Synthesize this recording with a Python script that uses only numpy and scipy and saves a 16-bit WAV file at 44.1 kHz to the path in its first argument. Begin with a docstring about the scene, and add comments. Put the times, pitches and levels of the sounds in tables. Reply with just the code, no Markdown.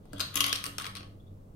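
"""Toy gumball machine in a small, lively room

The knob's catch snaps, the wheel knocks and drags gumballs in the globe, and one ball bounces to rest in
the tray: noise cracks with faint modal rings, slip grains for scraping, narrow-band noise for rubs.
The hollow base booms under some of the blows. Behind lie a wavering hum, low room rumble and faint hiss."""
import sys
import numpy as np
from scipy import signal
from scipy.fft import rfft, irfft
from scipy.io import wavfile
from scipy.ndimage import uniform_filter1d

SR = 44100
rng = np.random.default_rng(int(sys.argv[2]) if len(sys.argv) > 2 else 0)


def int16_out(signal):
    """Quantize to a 16-bit WAV file."""
    q = np.round(np.clip(np.atleast_2d(signal).T, -1, 1) * 32767)
    wavfile.write(sys.argv[1], SR, q.astype(np.int16))


N = 68355

# Edges of the contact bands; the room bands reach from half the lowest edge up to the highest: [Hz]
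BAND_EDGES_HZ = [350, 900, 2200, 7000, 16500]
# Crack spectrum of the globe: (frequency [Hz], gain [dB])
GLOBE_COLOUR = [(180, -37), (300, -6.5), (321, -18.5), (574, -11.5), (915, -21.5), (1100, -6), (1840, -15),
                (3190, -2), (4020, -8.5), (5520, -10.5), (8220, -25), (11100, -13), (16000, -32)]
# Globe shell modes: (frequency [Hz], level [dB], t60 [s])
GLOBE_MODES = [(1112, -6.5, 0.16), (1240, -5, .25), (2012, -8, .2), (2894, -2.5, .15), (2870, -10, 0.54),
               (3201, -1.5, 0.1), (3303, -2.5, 0.19), (3340, -9.5, 0.35), (3790, -9, 0.13),
               (3810, -8.5, .2), (6200, -7, 0.14)]


def undb(db):
    """Decibels to amplitude gain."""
    return 10 ** (np.asarray(db) / 20)


def unit(x):
    """Scale to an energy of 1."""
    return x / np.sqrt(np.sum(x ** 2) + 1e-20)


def curve(points):
    """Gain over time, linear in dB between (time [s], level [dB]) points."""
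    times_s, levels_db = np.array(points).T
    return undb(np.interp(np.arange(N) / SR, times_s, levels_db))


def colour(x, points):
    """Minimum-phase filter through (frequency [Hz], gain [dB]) points."""
    hz, db = np.array(points).T
    size = 4096
    log_bins = np.log(np.fft.rfftfreq(size, 1 / SR) + 1)
    gain = undb(np.interp(log_bins, np.log(hz), db))
    # Folding the cepstrum makes the filter causal.
    cepstrum = irfft(np.log(gain))
    cepstrum[1:size // 2] *= 2
    cepstrum[size // 2 + 1:] = 0
    impulse = irfft(np.exp(rfft(cepstrum)))
    return signal.fftconvolve(x, impulse)[:len(x)]


def band(x, lo_hz, hi_hz, order=3):
    """Butterworth band-pass."""
    edges_hz = [lo_hz, min(hi_hz, SR / 2 - 1)]
    return signal.sosfilt(signal.butter(order, edges_hz, "band", fs=SR, output="sos"), x)


def fade(t, t60_s):
    """Exponential decay, down 60 dB after t60."""
    return np.exp(-np.log(1000) * t / t60_s)


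def ring(modes, t):
    """Sum of decaying sine modes with random starting phases."""
    total = np.zeros(len(t))
    for hz, db, t60_s in modes:
        phase = 2 * np.pi * (hz * t + rng.random())
        total += undb(db) * np.sin(phase) * fade(t, t60_s)
    return total


def add(out, x, start_s):
    """Mix x into out from a start time."""
    i = max(int(start_s * SR), 0)
    out[i:i + len(x)] += x[:max(N - i, 0)]


def walk(rate_hz):
    """Slow random drift with zero mean and unit spread: smoothed random steps."""
    hold = int(SR / rate_hz)
    steps = rng.standard_normal(size=256)[np.arange(N) // hold % 256]
    drift = uniform_filter1d(uniform_filter1d(steps, hold), hold)
    return (drift - drift.mean()) / drift.std()


def pair(front, aside, likeness=0.15):
    """The right microphone hears partly the left's sound, partly another side of the toy."""
    return np.array([front, likeness * front + np.sqrt(1 - likeness ** 2) * aside])


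def wavering_hum(waver_db, waver_hz):
    """Low sine lines whose level and pitch drift independently."""
    # (time [s], level [dB])
    hum_level = [(0, -51), (.08, -65.5), (.16, -48.5), (.45, -50), (.76, -54.5), (.92, -50), (1.08, -48.5),
                 (1.25, -53), (1.32, -46), (1.43, -55.5), (1.55, -55)]
    # Hum lines: (frequency [Hz], relative level [dB])
    hum_lines = [(99, 1.5), (196, -6.5), (442, -19.5)]
    hum = np.zeros(N)
    for hz, db in hum_lines:
        gain = undb(db + waver_db * walk(17))
        phase = 2 * np.pi * np.cumsum(hz + waver_hz * walk(13)) / SR
        hum += gain * np.sin(phase)
    return hum * curve(hum_level)


def room_air(rms_db, hiss_db, side_db, spread_db):
    """Low coloured noise, wider in the middle range, over faint independent white hiss."""
    # Room rumble spectrum: (frequency [Hz], gain [dB])
    air_colour = [(20, -2), (45, -3), (65, -5.5), (100, -6.5), (150, -3.5), (230, -10.5), (300, -11),
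                  (400, -17.5), (550, -18), (900, -32.5), (1200, -33.5), (1600, -43.5), (2700, -50.5),
                  (16000, -57.5)]

    def rumble():
        return unit(colour(rng.standard_normal(N), air_colour)) * np.sqrt(N) * undb(rms_db)

    mid, side = rumble(), rumble()
    wide = undb(side_db) * side + undb(spread_db) * band(side, 450, 3000)
    hiss = undb(hiss_db) * rng.standard_normal((2, N))
    return mid + wide * np.array([[1], [-1]]) + hiss


def room(x, channel):
    """Early bounces off table and hands, then a diffuse tail, as decaying noise per band."""
    # Tail against direct sound: (frequency [Hz], left [dB], right [dB], t60 [s])
    room_bands = np.array([(300, -5.5, 2.5, 0.24), (700, -1.5, 1.5, .4), (1460, -3.5, -4, 0.41),
                           (3000, -5.5, -5, 0.34), (5940, -6.5, -7, .34), (8996, -6, -12.5, .32),
                           (11600, -6, -11.5, .3), (15000, -5, -15.5, .25)], float)
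    build_s, early_db, early_t60_s = 0.0032, -5, 0.017
    t = np.arange(SR // 2) / SR
    build = 1 - np.exp(-t / build_s)
    early = unit(build * fade(t, early_t60_s))
    centres_hz = room_bands[:, 0]
    splits_hz = np.sqrt(centres_hz[1:] * centres_hz[:-1])
    edges_hz = [BAND_EDGES_HZ[0] / 2, *splits_hz, BAND_EDGES_HZ[-1]]
    tail = np.zeros(len(t))
    for row, lo_hz, hi_hz in zip(room_bands, edges_hz, edges_hz[1:]):
        level_db, t60_s = row[1 + channel], row[3]
        late = unit(build * fade(t, t60_s))
        shape = np.hypot(undb(level_db) * late, undb(level_db + early_db) * early)
        tail += band(rng.standard_normal(len(t)), lo_hz, hi_hz) * shape
    return signal.fftconvolve(x, tail)[:N]


def base_booms():
    """Modes of the hollow base and table swell and decay under some blows, at their own levels."""
    # (time [s], level [dB])
    thumps = [(0.133, -47.5), (.205, -58), (.357, -48), (.406, -52.5), (.529, -55), (.66, -51.5),
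              (.783, -55), (.97, -57.5)]
    # Base modes: (frequency [Hz], relative level [dB], t60 [s])
    base_modes = [(153, -2.5, .4), (284.2, 5, .7), (335, -7, 0.3), (487, -6.5, .15)]
    out, t = np.zeros(N), np.arange(SR // 2) / SR
    onset = 1 - fade(t, 0.0086)
    for start_s, db in thumps:
        add(out, undb(db) * ring(base_modes, t) * onset, start_s)
    return out


def finger_rubs(slips_per_s, width_hz):
    """Random stick-slip impulses drive a narrow resonance of the plastic: short squeaks."""
    # (start [s], length [s], level [dB], pitch [Hz])
    rub_events = [(0.156, .032, -52.5, 3330), (0.465, .07, -41, 3320), (1.195, 0.017, -69, 3480),
                  (1.26, .026, -72, 3580)]
    out = np.zeros(N)
    for start_s, length_s, db, hz in rub_events:
        slips = (rng.random(N) < slips_per_s / SR) * rng.choice([-1, 1], N)
        n = int(np.clip(length_s * SR, 2, N))
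        push = slips * np.pad(signal.windows.tukey(n), (0, N - n))
        squeak = band(push, hz - width_hz / 2, hz + width_hz / 2, order=2)
        add(out, undb(db) * unit(squeak) * np.sqrt(n), start_s)
    return out


def ball_scrape(grains_per_s, spread_db, ring_db):
    """Balls slip on the shell and each other: random impulses through crack and shell ring."""
    # Scraping and rolling: (time [s], level [dB])
    scrape_level = [(0, -93), (.05, -74.5), (.12, -67), (.16, -55.5), (.23, -48.5), (.31, -57.5),
                    (.36, -41), (.47, -46), (.52, -46), (.58, -44.5), (.7, -58), (.78, -58.5), (.86, -43.5),
                    (.93, -83), (1.02, -66), (1.1, -76), (1.17, -86), (1.55, -88.5)]
    t = np.arange(SR // 4) / SR
    struck = rng.random(N) < grains_per_s / SR
    slips = struck * rng.choice([-1, 1], N) * undb(spread_db * rng.standard_normal(N))
    crack = unit(colour(rng.standard_normal(len(t)) * fade(t, 0.0023), GLOBE_COLOUR))
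    shell = crack + undb(ring_db) * unit(ring(GLOBE_MODES, t))
    x = signal.fftconvolve(slips, shell)[:N]
    return x / x.std() * curve(scrape_level)


def contacts(rows, tint, modes, hold_s, crack_t60_s, ring_db):
    """Hard plastic contacts: a dense noise crack and fainter modal ring, radiated in two directions."""
    out, t = np.zeros((2, N)), np.arange(SR // 3) / SR
    attack = t < .005
    crack_shape = fade(np.maximum(t - hold_s, 0), crack_t60_s)
    ring_onset = 1 - fade(t, crack_t60_s)
    for start_s, *levels_db, lean_db in rows:
        sides = []
        for _ in range(2):
            crack = unit(colour(rng.standard_normal(len(t)) * crack_shape, tint))
            hit = crack + undb(ring_db) * unit(ring(modes, t) * ring_onset)
            side = np.zeros(len(t))
            for db, lo_hz, hi_hz in zip(levels_db, BAND_EDGES_HZ, BAND_EDGES_HZ[1:]):
                part = band(hit, lo_hz, hi_hz)
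                side += undb(db) * part / part[attack].std()  # level set over the attack
            sides.append(side)
        left, right = pair(*sides)
        add(out[0], left, start_s)
        add(out[1], right * undb(lean_db), start_s)
    return out


def catch_snaps():
    """The knob's catch snaps: short cracks with the catch's own ring."""
    # (time [s], low [dB], middle [dB], upper [dB], treble [dB], lean to the right [dB])
    snaps = [(.0545, -55, -66, -68.5, -65, 5), (.1318, -42, -42.5, -45, -45.5, -2),
             (.1825, -66, -53, -51.5, -48, -3.5), (.1957, -53, -36.5, -36, -39, -3),
             (.2036, -44, -39, -23.5, -33, 1), (.2087, -46.5, -33.5, -25, -30.5, -3)]
    # Crack spectrum: (frequency [Hz], gain [dB])
    catch_colour = [(300, -4.5), (650, -9), (900, -18), (1450, -5), (2000, -19), (3000, -6.5), (4200, 1),
                    (4850, 3), (5700, -11), (7500, -18), (8800, -11), (10000, -20.5), (12800, -19.5),
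                    (16000, -30)]
    # (frequency [Hz], level [dB], t60 [s])
    catch_modes = [(1462, -10, 0.094), (3890, -2.5, 0.13), (4230, -3, 0.19), (4450, -3, 0.12),
                   (4800, 3, .04), (4981, 7.5, .025)]
    return contacts(snaps, catch_colour, catch_modes, hold_s=0.00017, crack_t60_s=0.016, ring_db=-7.5)


def globe_knocks():
    """Wheel and balls knock in the globe, exciting its shell."""
    # (time [s], low [dB], middle [dB], upper [dB], treble [dB], lean to the right [dB])
    knocks = [(.342, -53.5, -46, -44.5, -40, 0.5), (.3562, -47, -32.5, -28.5, -21.5, 1.5),
              (.3675, -48, -37.5, -28.5, -31.5, 1), (.3735, -50, -36, -28, -28, 4.5),
              (.4054, -44, -29.5, -17.5, -21.5, 0.5), (.413, -50.5, -40.5, -30, -30, -0.5),
              (.4414, -43.5, -30, -20.5, -28, -4), (.4638, -44, -36, -30.5, -28, -3.5),
              (.482, -52.5, -37, -33, -37, 1), (.4945, -48, -40, -32.5, -39, -2.5)]
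    return contacts(knocks, GLOBE_COLOUR, GLOBE_MODES, hold_s=0.00051, crack_t60_s=0.018, ring_db=-7)


def ball_bounces():
    """The ball strikes chute and tray: quickly damped cracks with the tray's ring."""
    # (time [s], low [dB], middle [dB], upper [dB], treble [dB], lean to the right [dB])
    bounces = [(.5278, -41.5, -31, -22.5, -26.5, 6), (.555, -56, -62, -31, -39, -3),
               (.5592, -55, -58, -32, -35.5, 5), (.640, -55.5, -33.5, -31.5, -31.5, 0),
               (.6562, -56, -45.5, -44.5, -37, 9), (.6637, -44, -40, -34, -32.5, 3.5),
               (.7826, -48.5, -37, -31.5, -31, 3.5), (.7985, -54, -39.5, -37, -43, 3.5),
               (.8112, -52.5, -39, -48.5, -46, 3), (.8203, -69, -46, -39.5, -41, -1),
               (.8432, -53, -40.5, -37.5, -49, 3.5), (.8542, -53, -38, -43, -43.5, -7),
               (.8655, -50, -39.5, -36.5, -41.5, 4.5), (.8725, -64, -55, -55, -47, -8),
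               (.9522, -60, -44, -38, -42, -4), (.961, -71, -50, -41.5, -55, 3),
               (.9682, -63, -49, -37.5, -44.5, 2), (.9735, -63, -46, -46.5, -61, 2),
               (1.006, -52.5, -49.5, -49, -71, 2), (1.03, -55.5, -54, -54, -72, 6.5)]
    # Crack spectrum: (frequency [Hz], gain [dB])
    tray_colour = [(300, -10), (650, -13), (900, -14.5), (1200, -4), (2000, -5), (2800, 2.5), (4400, 5),
                   (5600, -3), (7200, -19), (9000, -7), (10300, -14.5), (11600, -14.5), (13300, -19),
                   (16000, -25.5)]
    # (frequency [Hz], level [dB], t60 [s])
    tray_modes = [(1113.5, -10.5, .1), (1266.6, -3.5, 0.065), (2786, -6, 0.092), (3108, 0, 0.064),
                  (3270, -4, 0.092), (3820, -3, 0.067), (4400, -6.5, 0.16), (5570, -9.5, 0.027)]
    return contacts(bounces, tray_colour, tray_modes, hold_s=0.0013, crack_t60_s=0.0095, ring_db=-7)


def scene():
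    """The toy as heard by two microphones, with its room and background."""
    # The right microphone faces away: (frequency [Hz], gain [dB])
    shade = [(300, -1), (700, -6), (1400, -4.5), (3000, -7.5), (5500, -3), (7000, -4.5), (9000, -17),
             (11500, -16.5), (14000, -24), (16000, -18.5)]
    scrapes = [ball_scrape(grains_per_s=970, spread_db=3, ring_db=-4) for _ in range(2)]
    squeaks = [finger_rubs(slips_per_s=1400, width_hz=320) for _ in range(2)]
    strikes = catch_snaps() + globe_knocks() + ball_bounces()
    left, right = strikes + pair(*scrapes) + pair(*squeaks)
    # The left sound feeds the room on both sides.
    toy = np.array([left + room(left, 0), colour(right, shade) + room(left, 1)])
    hum = wavering_hum(waver_db=1.3, waver_hz=1.5)
    air = room_air(rms_db=-52, hiss_db=-76, side_db=-11.5, spread_db=1)
    return toy + base_booms() + hum + air


def record(dry):
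    """The recorder cuts the top with a steep elliptic low-pass."""
    top_hz = 15900
    return signal.sosfilt(signal.ellip(8, .2, 60, top_hz, fs=SR, output="sos"), dry)


dry = scene()
out = record(dry)
int16_out(out)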